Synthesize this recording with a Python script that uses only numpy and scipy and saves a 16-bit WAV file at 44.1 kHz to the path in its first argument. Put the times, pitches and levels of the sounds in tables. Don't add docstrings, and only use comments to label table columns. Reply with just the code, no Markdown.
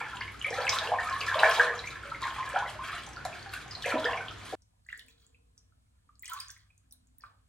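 import sys
import numpy as np
from scipy import signal
from scipy.fft import rfft, irfft, next_fast_len
from scipy.io import wavfile
from scipy.ndimage import uniform_filter1d

SR = 44100
rng = np.random.default_rng(int(sys.argv[2]) if len(sys.argv) > 2 else 0)


def generate_wav(signal):
    frames = np.transpose(np.atleast_2d(signal))
    scaled = np.clip(frames, -1, 1) * 32767
    pcm = np.round(scaled).astype(np.int16)
    wavfile.write(sys.argv[1], SR, pcm)


N = 329868
CUT_S = 4.553


def amp(db):
    return 10 ** (np.asarray(db) / 20)


def unit_rms(x):
    return x / np.sqrt(np.mean(x ** 2) + 1e-20)


def curve_at(points, hz):
    f, value = np.transpose(points)
    return np.interp(np.log(hz + 1), np.log(f + 1), value)


def filtered(x, gain):
    size = next_fast_len(x.shape[-1] + 4096)
    return irfft(rfft(x, size) * gain(np.fft.rfftfreq(size, 1 / SR)), size)[..., :x.shape[-1]]


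def wander(width):
    return unit_rms(uniform_filter1d(uniform_filter1d(rng.standard_normal(N), width), width))


def mode_noise(noise, hz, width_hz):
    return unit_rms(filtered(noise, lambda f: 1 / (1 + (2 * (f - hz) / width_hz) ** 2)))


def steady_background(part):
    # freq_hz, relative_db
    spectra = [
        [(12, -40.5), (20, -14), (91, -11), (123, -0.5), (193, -10.5), (390, -10.5), (600, -20), (1500, -11),
         (4000, -22.5), (8000, -36.5), (11000, -41.5), (16000, -76)],
        [(12, -36), (20, -9.5), (77, 3), (248, -14.5), (399, -28), (873, -36), (1060, -31), (3740, -33),
         (5230, -35), (8180, -27), (11100, -34.5), (12400, -42), (16000, -45)],
    ]
    wash_db = [-51, -72.5]
    # freq_hz, width_hz, part0_db, part1_db
    rumble_modes = [(60.2, 14, -58, -70), (99.6, 8.1, -56.5, -74)]
    noise = rng.standard_normal((2, 2, N))
    wash = amp(wash_db[part]) * unit_rms(filtered(noise[0], lambda f: amp(curve_at(spectra[part], f))))
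    rumble = sum(amp(db[part]) * mode_noise(noise[1], hz, width_hz) for hz, width_hz, *db in rumble_modes)
    return wash + rumble


def drone():
    # time_s, lower_db, upper_db
    envelopes = [(4.601, -106, -110), (4.879, -101, -105), (4.981, -77, -84), (5.33, -82, -82),
                 (5.7, -86, -94), (5.85, -91, -105), (6.149, -84.5, -105), (6.8, -101, -110),
                 (6.85, -80.5, -110), (7.05, -77.5, -105), (7.48, -90, -105)]
    # freq_hz, width_hz
    tones = [(254, 63), (460, 52)]
    time_s, *levels_db = np.transpose(envelopes)
    noise, t = rng.standard_normal(N), np.arange(N) / SR
    return sum(mode_noise(noise, *tone) * amp(np.interp(t, time_s, db))
               for tone, db in zip(tones, levels_db))


def tile_tails(build_s=0.00081, walls_db=-3.5, walls_s=0.0078):
    # freq_hz, t60_s
    decay = [(300, 0.48), (1000, 0.39), (2800, 0.3), (7500, 0.3), (15000, 0.11)]
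    # freq_hz, gain_db
    tone = [(500, 0.5), (2000, 3), (5000, 1), (10000, 1.5)]
    taps = np.zeros((2, SR // 2))
    at = np.arange(60, SR // 2 - 20, 20) + rng.integers(0, 20, (2, (SR // 2 - 61) // 20))
    np.put_along_axis(taps, at, rng.choice([-1., 1.], at.shape), 1)
    hz, frame_s, bands = signal.stft(taps, SR, nperseg=128)
    bands = bands * amp(curve_at(tone, hz)[:, None] - 60 * frame_s / curve_at(decay, hz)[:, None])
    tail = signal.istft(bands, SR, nperseg=128)[1]
    t = np.arange(tail.shape[1]) / SR
    tail *= 1 - np.exp(-t / build_s)
    tail *= 1 + amp(walls_db) * np.exp(-t / walls_s)
    return tail / np.linalg.norm(tail, axis=1)[:, None]


def reverb(water, turn_s=.11, count=3):
    phase = np.pi * np.arange(N) / SR / (count * turn_s)
    windows = [np.sqrt(2 / count) * np.cos(phase + np.pi * k / count) for k in range(count)]
    return sum(signal.fftconvolve((water * w)[None], tile_tails(), axes=1)[:, :N] for w in windows)


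def tub_gain(hz):
    # freq_hz, width_hz, gain_db
    modes = [(470, 60, -4), (625.6, 50, -6.5)]
    return 1 + sum(amp(db) / (1 + 2j * (hz - mode_hz) / width_hz) for mode_hz, width_hz, db in modes)


def microphone(water, background, part):
    # freq_hz, gain_db
    colour = [
        [(6000, -2), (10000, -4), (13000, -2), (16000, -18)],
        [(8000, -5), (11000, -7), (13600, -7.5), (16000, 8)],
    ]
    reverb_db = [-2, -6]
    # freq_hz, gain_db
    centred = [(250, -22), (1000, -14), (4000, 1)]
    # freq_hz, side_gain_db
    ports = [
        [(60, -27.5), (110, -21), (200, -2), (380, -0.5), (700, -0.5), (1290, -5.5), (2380, -5.5), (4400, -5),
         (8120, 1.5), (15000, 13)],
        [(60, -56), (110, -4.5), (200, -4.5), (380, -4), (700, 18.5), (1290, 7.5), (2380, 2.5), (4400, 7),
         (8120, -7), (15000, 10)],
    ]
    lean = [-0.011, -0.079]
    water = filtered(water, lambda f: tub_gain(f) * amp(curve_at(colour[part], f)))
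    direct = water * amp([[0], [-3.5]])
    mid, side = direct + amp(reverb_db[part]) * reverb(water)
    side = filtered(side, lambda f: amp(curve_at(centred, f))) + background[1]
    side = filtered(side, lambda f: 1j * amp(curve_at(ports[part], f))) + lean[part] * mid
    return mid + background[0] + np.array([side, -side])


def bubble(hz, t60_s, climb, onset_cycles=3.0, opening_s=0.00028):
    t = np.arange(int(t60_s * SR) + 32) / SR
    pitch_hz = hz * (1 + 2 * climb * np.tanh(2 * t / t60_s))
    attack = 1 - np.exp(-(t / (onset_cycles / hz + opening_s)) ** 2)
    return np.sin(2 * np.pi * np.cumsum(pitch_hz) / SR) * amp(-60 * t / t60_s) * attack


def slosh_gains(rise_s=0.019, step=64):
    # start_s, hold_s, large_db, medium_db, spray_db
    sloshes = [(-.06, 0.0078, -42.5, -34, -46), (0.442, 0.28, -43, -43.5, -49),
               (0.564, 0.26, -37, -36, -45), (0.65, 0.028, -49.5, -41, -42),
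               (0.827, 0.046, -33.5, -41.5, -48.5), (0.982, 0.13, -51.5, -39, -47.5),
               (1.183, 0.25, -43.5, -35, -41), (1.37, 0.11, -29, -32, -37),
               (1.504, 0.084, -31.5, -33.5, -39.5), (1.546, 0.018, -31, -37.5, -41.5),
               (1.756, 0.16, -89, -49, -51.5), (2, 0.22, -69, -51.5, -59),
               (2.198, 0.025, -54.5, -39.5, -40), (2.215, 0.26, -53, -43, -53.5),
               (2.432, 0.045, -46.5, -44.5, -47.5), (2.523, 0.023, -41, -39.5, -55.5),
               (2.55, 0.016, -71, -49.5, -53), (2.816, 0.12, -50.5, -44, -51.5),
               (2.922, 0.11, -65.5, -61, -57), (3.147, 0.017, -52, -70, -79),
               (3.226, 0.13, -61, -50.5, -54.5), (3.515, 0.0077, -51, -45, -48.5),
               (3.71, 0.36, -60.5, -69, -51.5), (3.811, 0.019, -66, -54, -40),
               (3.856, 0.058, -33.5, -38.5, -50), (4.009, 0.14, -37.5, -40.5, -51),
               (4.374, 0.15, -52.5, -52.5, -51.5), (4.872, 0.13, -90, -74, -63), (5.0, 0.24, -78, -78, -72),
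               (5.561, 0.02, -85, -88, -83), (6.22, 0.061, -91, -63, -55), (6.275, 0.08, -72, -48, -47.5),
               (6.476, 0.027, -96, -82, -62), (6.9, 0.016, -84, -84, -78),
               (7.209, 0.026, -65.5, -67.5, -71)]
    # large_db_per_s, medium_db_per_s, spray_db_per_s
    settle_db_per_s = [112, 106.5, 125.5]
    # large_db, medium_db, spray_db
    lapping_db = [
        [-67, -54.5, -59],
        [-86.5, -85, -104],
    ]
    t = np.arange(0, N + step, step) / SR
    power = amp(np.transpose(lapping_db)[:, (t >= CUT_S).astype(int)]) ** 2
    for start_s, hold_s, *levels_db in sloshes:
        age_s = t - start_s
        settled_db = np.outer(settle_db_per_s, np.maximum(age_s - rise_s - hold_s, 0))
        same_part = (t < CUT_S) == (start_s < CUT_S)
        rise = np.clip(age_s / rise_s, 0, 1) * same_part
        power += (rise * amp(np.array(levels_db)[:, None] - settled_db)) ** 2
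    return [np.interp(np.arange(N) / SR, t, np.sqrt(row)) for row in power]


def churn(burst_s=.025, pitches=28, patchy_db=1.45):
    # low_hz, high_hz, rate_per_s, t60_cycles, spread_db, tilt_db_per_octave, mean_climb, burst_db
    swarms = [(381.2, 960, 150, 21.7, -0.5, 11.5, 0.12, -5), (950, 2923, 800, 22, 4, 2.5, 0.13, 2),
              (2881, 7000, 850, 27, 1, -2.5, 0.029, 5), (6000, 18000, 3100, 6.8, 2.5, 3.5, 0.11, 4.5),
              (3200, 11000, 240, 9, 3, -2, 0.039, 5)]
    # slosh_column (0 large, 1 medium, 2 spray), offset_db
    drives = [(0, -4), (1, -2.5), (2, -6), (2, -13.5), (2, -8)]
    crowds_db = [-3, -5.5, -3.5, -6.5, -6]
    gains, width = slosh_gains(), int(burst_s * SR)
    bursts, crackle = wander(width), wander(width // 5)
    out = np.zeros(N)
    for row, (column, offset_db), crowd_db in zip(swarms, drives, crowds_db):
        low_hz, high_hz, rate_per_s, t60_cycles, spread_db, tilt_db, mean_climb, burst_db = row
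        size_draw, birth_draw, pitch_draw = rng.random((3, N))
        patches = wander(2 * width)
        size_db = spread_db * np.minimum(-np.log(size_draw + 1e-9), 4) + burst_db * bursts
        births = unit_rms(amp(size_db) * (birth_draw < rate_per_s / SR))
        crowd = amp(crowd_db + burst_db * (0.384 * bursts + crackle)) * rng.standard_normal(N)
        swarm = np.zeros(N)
        for k in range(pitches):
            hz = low_hz * (high_hz / low_hz) ** ((k + rng.random()) / pitches)
            ring = bubble(hz, t60_cycles * rng.uniform(0.41, 2.0) / hz, 2 * mean_climb * rng.random())
            kicks = (births + crowd) * ((pitch_draw * pitches).astype(int) == k)
            swarm += amp(tilt_db * np.log2(hz / low_hz)) * signal.oaconvolve(kicks, ring)[:N]
        out += unit_rms(swarm) * gains[round(column)] * amp(offset_db + patchy_db * patches)
    return out


def spatter(hz, noise, t60_s=0.0086, fizz_db=-14, fizz_t60_s=0.042):
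    edges_hz = np.clip([0.97 * hz, 1.4 * hz], 100, .45 * SR) * [.95, 1]
    grit = signal.lfilter(*signal.butter(2, edges_hz, "bandpass", fs=SR), noise ** 3)
    t = np.arange(len(noise)) / SR
    decay = amp(-60 * t / t60_s) + amp(fizz_db - 60 * t / fizz_t60_s)
    attack = np.minimum(t / 0.0011, 1)
    return unit_rms(grit) * decay * attack * amp(-17.5 + 3.5 * np.log2(hz / 1000))


def loud_bubbles(pitch_spread=.2, scatter_s=.016, lead_s=.0015, weaker_db=12.5, fragments=4):
    # start_s, level_db, pitch_hz, t60_s, climb (half the full glide, as a share of pitch)
    bubbles = [(.004,-31.5,1530,0.016,-0.057),(.008,-32,2275,0.024,0.073),(.012,-28.5,810,0.012,0.051),(.043,-32,2330,0.0073,-0.11),(0.062,-32,1480,0.036,0.11),(0.0727,-52,1640,0.026,-0.08),(0.131,-33,1460,0.027,-0.08),(0.136,-36.5,1020,0.14,-0.063),
               (.16,-44,6500,.004,0.1),(.17,-28.5,3100,0.0027,-0.04),(.207,-35,4760,0.0077,-0.044),(.208,-30.5,970,0.013,0.083),(.209,-27.5,1640,0.012,0.044),(.211,-27.5,2080,0.019,-0.014),(.221,-30,2930,0.013,0.0024),(0.2784,-31.5,2250,0.0082,-0.049),(.32,-50,10600,.004,.02),(0.343,-42,1220,0.017,0.092),(.3955,-43,6400,.005,0.055),(.4244,-42,6510,.004,0.06),(.4246,-44.5,9200,0.0044,0.039),(.4653,-41,9350,.004,.02),
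               (.414,-27.5,3070,0.0089,-0.036),
               (0.444,-20.5,2375,0.04,-0.11),(.4605,-43.5,500,0.17,0.31),(.4809,-28,2140,0.014,0.11),(0.507,-29.5,490,0.013,-0.0092),(.505,-32,6000,0.0023,-0.085),(0.5257,-29,1710,0.078,0.23),
               (.5313,-32,806,0.18,0.036),(.5756,-40.5,5540,.004,0.18),(0.5809,-27.5,524,0.061,-0.00063),(0.6294,-30,836,0.072,-0.07),(0.6509,-24.5,1610,0.012,-0.02),(.6524,-37,7060,.003,0.22),(0.6774,-20.5,1990,0.028,0.16),
               (0.6934,-13.5,5350,0.0019,-0.014),(0.695,-25,3270,.004,0.031),(.668,-22,2620,0.0086,-0.008),(0.726,-25.5,3600,0.0095,0.057),(0.7287,-25,1086,0.04,-0.048),(.7372,-28,1040,0.013,0.097),(0.7867,-17.5,4200,0.0025,-0.098),(0.806,-28.5,1746,0.075,-0.089),
               (.885,-32.5,485,0.086,.05),(0.873,-23.5,2900,0.0052,0.0026),(.918,-17.5,950,0.0086,-0.15),(.9258,-19,705,0.022,0.071),(0.9357,-19.5,957,0.027,0.098),(.985,-21,1643,0.027,0.16),(.872,-36.5,5030,0.0037,-0.1),(1.0316,-42,6870,0.0028,0.16),(1.0964,-40,7400,.003,.02),(1.034,-37,3860,0.005,-0.094),(1.098,-34.5,5300,0.0027,-0.007),(1.126,-34.5,4500,0.0044,-0.062),(1.089,-29,1630,0.015,0.023),
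               (1.107,-27,1070,0.095,0.0038),(1.1605,-26,1150,0.044,-0.031),(1.2068,-26,4750,0.0068,-0.0084),(1.212,-21,2940,0.0067,-0.091),(1.265,-34.5,5450,.004,-0.034),(1.281,-23.5,1843,0.046,-0.14),
               (1.314,-19,1594,0.018,-0.01),(1.3238,-26.5,1065,0.012,-0.03),(1.343,-23,3520,0.0057,-0.074),(1.343,-20.5,1090,0.015,0.041),(1.3514,-26,572,0.082,0.18),
               (1.391,-21,3740,0.0048,0.047),(1.3951,-18,2770,0.0054,0.011),(1.4318,-8,990,0.0051,-0.12),(1.433,-5.5,1550,0.0094,0.056),(1.443,-17,2195,0.025,0.089),
               (1.446,-21.5,649,0.039,-0.024),(1.465,-27,498,0.067,0.34),(1.496,-29.5,9650,0.0013,0.059),(1.511,-31,6000,0.0033,-0.024),(1.514,-30.5,5160,.004,0.017),(1.533,-37,7500,0.0022,-0.0028),(1.512,-25.5,2790,0.0059,-0.1),(1.5634,-24.5,3720,0.0061,0.0013),(1.584,-24,993,0.034,-0.054),
               (1.588,-28,470,0.073,0.042),(1.596,-7.5,1810,0.025,-0.16),(1.678,-21.5,1690,0.028,0.017),(1.693,-26,1820,0.014,.02),(1.727,-31.5,1147,0.04,0.036),(1.695,-41.5,482,0.15,-0.037),(1.752,-43,6940,0.0091,-0.018),(1.758,-44,6000,0.0078,0.028),(1.7789,-39.5,5230,.004,.02),(1.7908,-29,4010,0.0092,-0.004),
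               (1.84,-29.5,2080,0.0063,-0.00097),(1.8602,-43.5,5460,.004,0.049),(1.8732,-37.5,6300,0.0033,0.024),(1.872,-30,2180,0.01,0.063),(1.905,-37.5,4020,.008,-0.066),(1.9557,-33.5,1866,0.023,-0.2),(2.0293,-47,7400,.003,0.084),(2.0337,-32.5,1560,0.012,-0.058),(2.0488,-45.5,576,0.35,-0.051),
               (2.101,-41,3860,.006,0.12),(2.1,-49,7190,.003,-0.0057),(2.117,-40,883,0.054,0.098),(2.146,-31,1980,0.014,0.058),(2.116,-29,1300,0.053,0.06),(2.218,-35,3500,0.0037,0.22),(2.219,-36,6500,0.0022,.02),(2.2222,-27.5,1050,0.072,-0.0091),(2.231,-26.5,3840,0.0029,-0.018),(2.2384,-25,2060,0.0087,-0.076),(2.2531,-25,1175,0.015,-0.18),
               (2.2663,-29,966,0.023,0.091),(2.279,-27,1640,0.01,-0.099),(2.36,-39.5,727,0.051,0.26),(2.3815,-26,1062,0.1,-0.047),(2.4284,-29.5,1980,0.0085,0.0025),(2.4766,-29.5,1760,0.0045,-0.037),
               (2.491,-37,7800,.005,0.08),(2.588,-31,4200,0.0032,-0.19),(2.59,-37.5,7000,.002,-0.089),(2.529,-29.5,1600,0.0089,-0.033),(2.5352,-34,550,0.041,0.06),(2.5407,-33,718,0.12,0.2),(2.5597,-19,670,0.042,0.31),(2.5587,-17.5,1428,0.024,0.042),
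               (2.621,-26.5,764,0.033,0.44),(2.634,-37,1223,0.067,0.16),(2.6593,-32,1885,0.03,0.12),(2.662,-36.5,704,0.012,-0.087),(2.6912,-30.5,2880,0.0037,0.093),
               (2.75,-45.5,600,0.078,0.018),(2.7894,-32,947,0.074,0.24),(2.84,-36,3300,0.011,-0.04),(2.875,-48,8300,0.0046,-0.09),(2.885,-39,2800,.02,-0.12),(2.842,-42,2000,0.014,-0.078),(2.8905,-37.5,1095,0.056,0.036),(2.9346,-37,3470,.007,-0.018),
               (2.9353,-42.5,727,0.081,-0.047),(2.936,-41,1930,.012,0.083),(2.951,-41,8500,0.0015,-0.055),(2.955,-38,4000,0.0045,-0.31),(2.9613,-36.5,1505,0.049,-0.14),(2.98,-35.5,2930,.02,0.018),(3.0343,-37,3500,0.012,-0.091),(3.036,-42,7660,0.0026,0.083),(3.065,-48,3600,.004,.02),(3.065,-37,6700,0.0014,-0.055),(3.089,-41,7600,.004,.02),(3.133,-43,6600,0.0028,-0.15),(3.071,-41.5,870,0.07,-0.12),
               (3.163,-38.5,4400,0.0054,0.047),(3.1686,-30,1480,0.022,-0.061),(3.253,-24.5,1560,0.0017,-0.04),(3.2516,-29.5,8300,0.00066,-0.11),(3.251,-28.5,4800,0.0016,-0.11),(3.2511,-26,751,0.03,-0.054),
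               (3.328,-35,2670,0.013,-0.1),(3.3546,-35.5,1694,0.024,-0.091),(3.394,-39.5,4400,0.0049,-0.033),(3.4266,-37.5,4770,0.0056,-0.052),(3.4581,-42.5,800,0.093,-0.028),
               (3.46,-35,1590,0.0091,0.037),(3.4925,-38.5,4330,0.0096,0.0062),(3.535,-36,3230,0.0097,0.46),(3.5354,-31,1546,0.025,-0.055),(3.537,-34,2700,0.013,-0.036),
               (3.537,-36,11600,0.0015,-0.15),(3.5614,-30.5,1634,0.017,-0.04),(3.6152,-48,7520,.003,-0.049),(3.68,-45,6310,.003,.02),(3.657,-44.5,772,0.05,-0.017),(3.71,-35,5190,0.053,-0.17),(3.751,-28,4380,0.01,-0.064),
               (3.8225,-30.5,4200,0.0069,-0.16),(3.833,-34.5,3000,0.013,0.023),(3.848,-26.5,2720,.015,-0.084),(3.8416,-26,1700,0.019,0.1),(3.8534,-27.5,1810,0.036,0.37),(3.861,-36,6350,0.0071,-0.035),(3.86,-37.5,9000,.004,.02),(3.8575,-27,531,0.02,-0.0081),(3.902,-33,4330,0.0075,-0.03),
               (3.9043,-25,1780,0.0092,0.068),(3.92,-26.5,1390,0.043,-0.12),(3.9373,-24.5,285,0.031,-0.037),(3.98,-37,3350,0.026,0.32),(3.939,-27,524,0.022,0.24),(3.956,-21.5,662,0.0056,-0.053),
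               (4.0434,-23.5,3200,0.0051,0.027),(4.044,-29,426,0.1,0.19),(4.051,-31,5240,.008,-0.085),(4.049,-27,1440,.02,0.029),(4.056,-19.5,1617,0.027,0.12),(4.0727,-32.5,658,0.047,0.18),(4.0889,-24.5,950,0.036,0.18),
               (4.11,-30,1047,0.048,0.013),(4.123,-40,5140,.004,-0.12),(4.125,-53,6800,0.0047,.02),(4.1311,-29.5,1940,0.022,0.025),(4.1318,-27.5,2650,0.0085,0.065),(4.173,-27.5,2490,0.014,-0.11),(4.205,-32.5,1505,0.047,0.027),(4.2835,-26.5,3220,0.0036,-0.0023),(4.306,-37.5,1450,.02,-0.083),(4.311,-44,5500,.003,.02),
               (4.385,-48,7000,0.0032,-0.014),(4.5247,-30.5,483,0.019,0.48),(4.5353,-27,450,0.0068,0.00032),(4.6204,-50,5830,0.0022,0.018),(4.849,-64,4700,0.0073,-0.055),(4.916,-59,11200,.002,.02),(4.8663,-50,7770,0.0022,-0.066),(4.863,-53,1636,0.015,0.16),(4.9015,-44,1780,0.0071,-0.13),(4.923,-49,3200,.008,0.16),(4.8875,-31.5,1850,0.013,0.12),
               (4.901,-43,2750,0.019,0.0055),(4.9278,-44.5,7400,0.0017,0.002),(4.9276,-25,1786,0.0086,0.041),(4.955,-48,2060,0.038,0.055),(4.976,-41.5,8300,0.0026,-0.12),
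               (4.993,-43,10430,0.0019,.02),(4.9944,-35,3400,0.0022,0.017),(4.9936,-44,5200,0.0017,0.062),(5.01,-47,3040,0.018,-0.026),(5.046,-63,8500,.0015,.02),(5.063,-54,9600,0.0017,-0.0016),(5.0837,-45.5,8660,0.0017,-0.11),(5.0832,-48.5,2650,0.015,-0.11),(5.2657,-46.5,7380,0.0029,-0.025),(5.3453,-52.5,2450,0.025,0.097),
               (5.5785,-40.5,6170,0.0014,-0.02),(5.722,-62,1410,.012,-0.047),(6.09,-50,1230,0.03,-0.03),(6.155,-56,5440,0.0024,-0.14),(6.1943,-38,8030,0.0025,-0.092),
               (6.2244,-44,13400,0.0016,0.085),(6.232,-36,2240,0.02,-0.16),(6.2445,-38,7900,0.0022,.02),(6.2443,-40.5,2360,0.014,0.033),(6.2571,-27.5,6400,0.00086,-0.044),
               (6.263,-42,3100,0.014,-0.054),(6.279,-29,7700,0.0016,0.027),(6.2794,-37,2070,0.014,-0.011),(6.294,-36,3300,0.012,-0.064),(6.2965,-42.5,999,0.12,-0.0076),(6.298,-34,10650,.002,-0.11),
               (6.316,-29.5,1365,0.057,-0.033),(6.3344,-31.5,12400,0.0017,-0.22),(6.3346,-37,1048,0.1,-0.017),(6.359,-37.5,1144,0.14,-0.00047),(6.372,-47,2570,.015,-0.029),(6.388,-41,3820,0.011,0.0095),(6.407,-43,2400,0.014,0.031),(6.42,-49,5020,0.1,.01),(6.46,-51,5080,0.11,-0.093),(6.2565,-41,10200,.0015,-0.035),(6.335,-31,6850,.002,-0.042),(6.333,-41,14900,0.0022,-0.12),(6.402,-43.5,14300,.002,-0.066),(6.4013,-26,8560,0.0016,0.025),
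               (6.4025,-31,5050,0.014,-0.072),(6.4836,-34,6950,0.0019,-0.051),(6.494,-40.5,1740,.019,-0.096),(6.497,-51,3520,0.052,-.02),(6.5037,-27.5,6780,0.00096,-0.073),(6.515,-45,11840,0.0017,0.12),
               (6.5639,-45,2110,0.0083,-0.066),(6.578,-53,9580,0.0023,-0.054),(6.7027,-55,2390,0.031,0.073),(6.7783,-50.5,7130,0.0031,-0.074),(6.9101,-48.5,5580,0.004,0.041),(6.9103,-50,9480,0.0016,.02),
               (6.924,-35,10000,0.0015,-0.053),(6.9242,-51.5,4390,0.0065,-0.14),(7.0712,-54.5,7140,0.0021,-0.022),(7.1833,-48,11920,0.0024,-0.17),(7.203,-59,1800,.02,-0.0063),(7.22,-56,4500,0.0065,.02),(7.238,-54.5,9020,.0015,-0.018),(7.2084,-49,5010,0.0035,0.031),(7.2369,-34,1254,0.012,-0.067),
               (7.237,-50.5,2020,0.0084,0.19),(7.239,-42.5,1710,0.018,-0.16)]
    out = np.zeros(N + SR)
    draws = rng.uniform(-1, 1, (len(bubbles), fragments + 1, 3))
    for (start_s, db, hz, t60_s, climb), draw in zip(bubbles, draws):
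        draw[0, :2] = 0
        out[round(start_s * SR):][:2048] += amp(db) * spatter(hz, rng.standard_normal(2048))
        for k, (detune, lag, sign) in enumerate(draw):
            ring = bubble(hz * (1 + pitch_spread * detune), t60_s * (.6 if k else 1) + 0.00012, climb)
            ring *= np.sign(sign) * amp(db - weaker_db * np.sqrt(k)) / abs(ring).max()
            onset_s = start_s + scatter_s * abs(lag) - lead_s * (k > 0)
            out[max(round(onset_s * SR), 0):][:len(ring)] += ring
    return out[:N]


def scene():
    water = loud_bubbles() + churn()
    after_cut = np.arange(N) >= CUT_S * SR
    swishing = microphone(water * ~after_cut, steady_background(part=0), part=0)
    dripping = microphone(water * after_cut, steady_background(part=1) + drone(), part=1)
    return np.where(after_cut, dripping, swishing)


def record(dry):
    lowpass = signal.firwin(511, 16300, window=("kaiser", 9), fs=SR)
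    return signal.oaconvolve(dry, lowpass[None], "same")


dry = scene()
out = record(dry)
generate_wav(out)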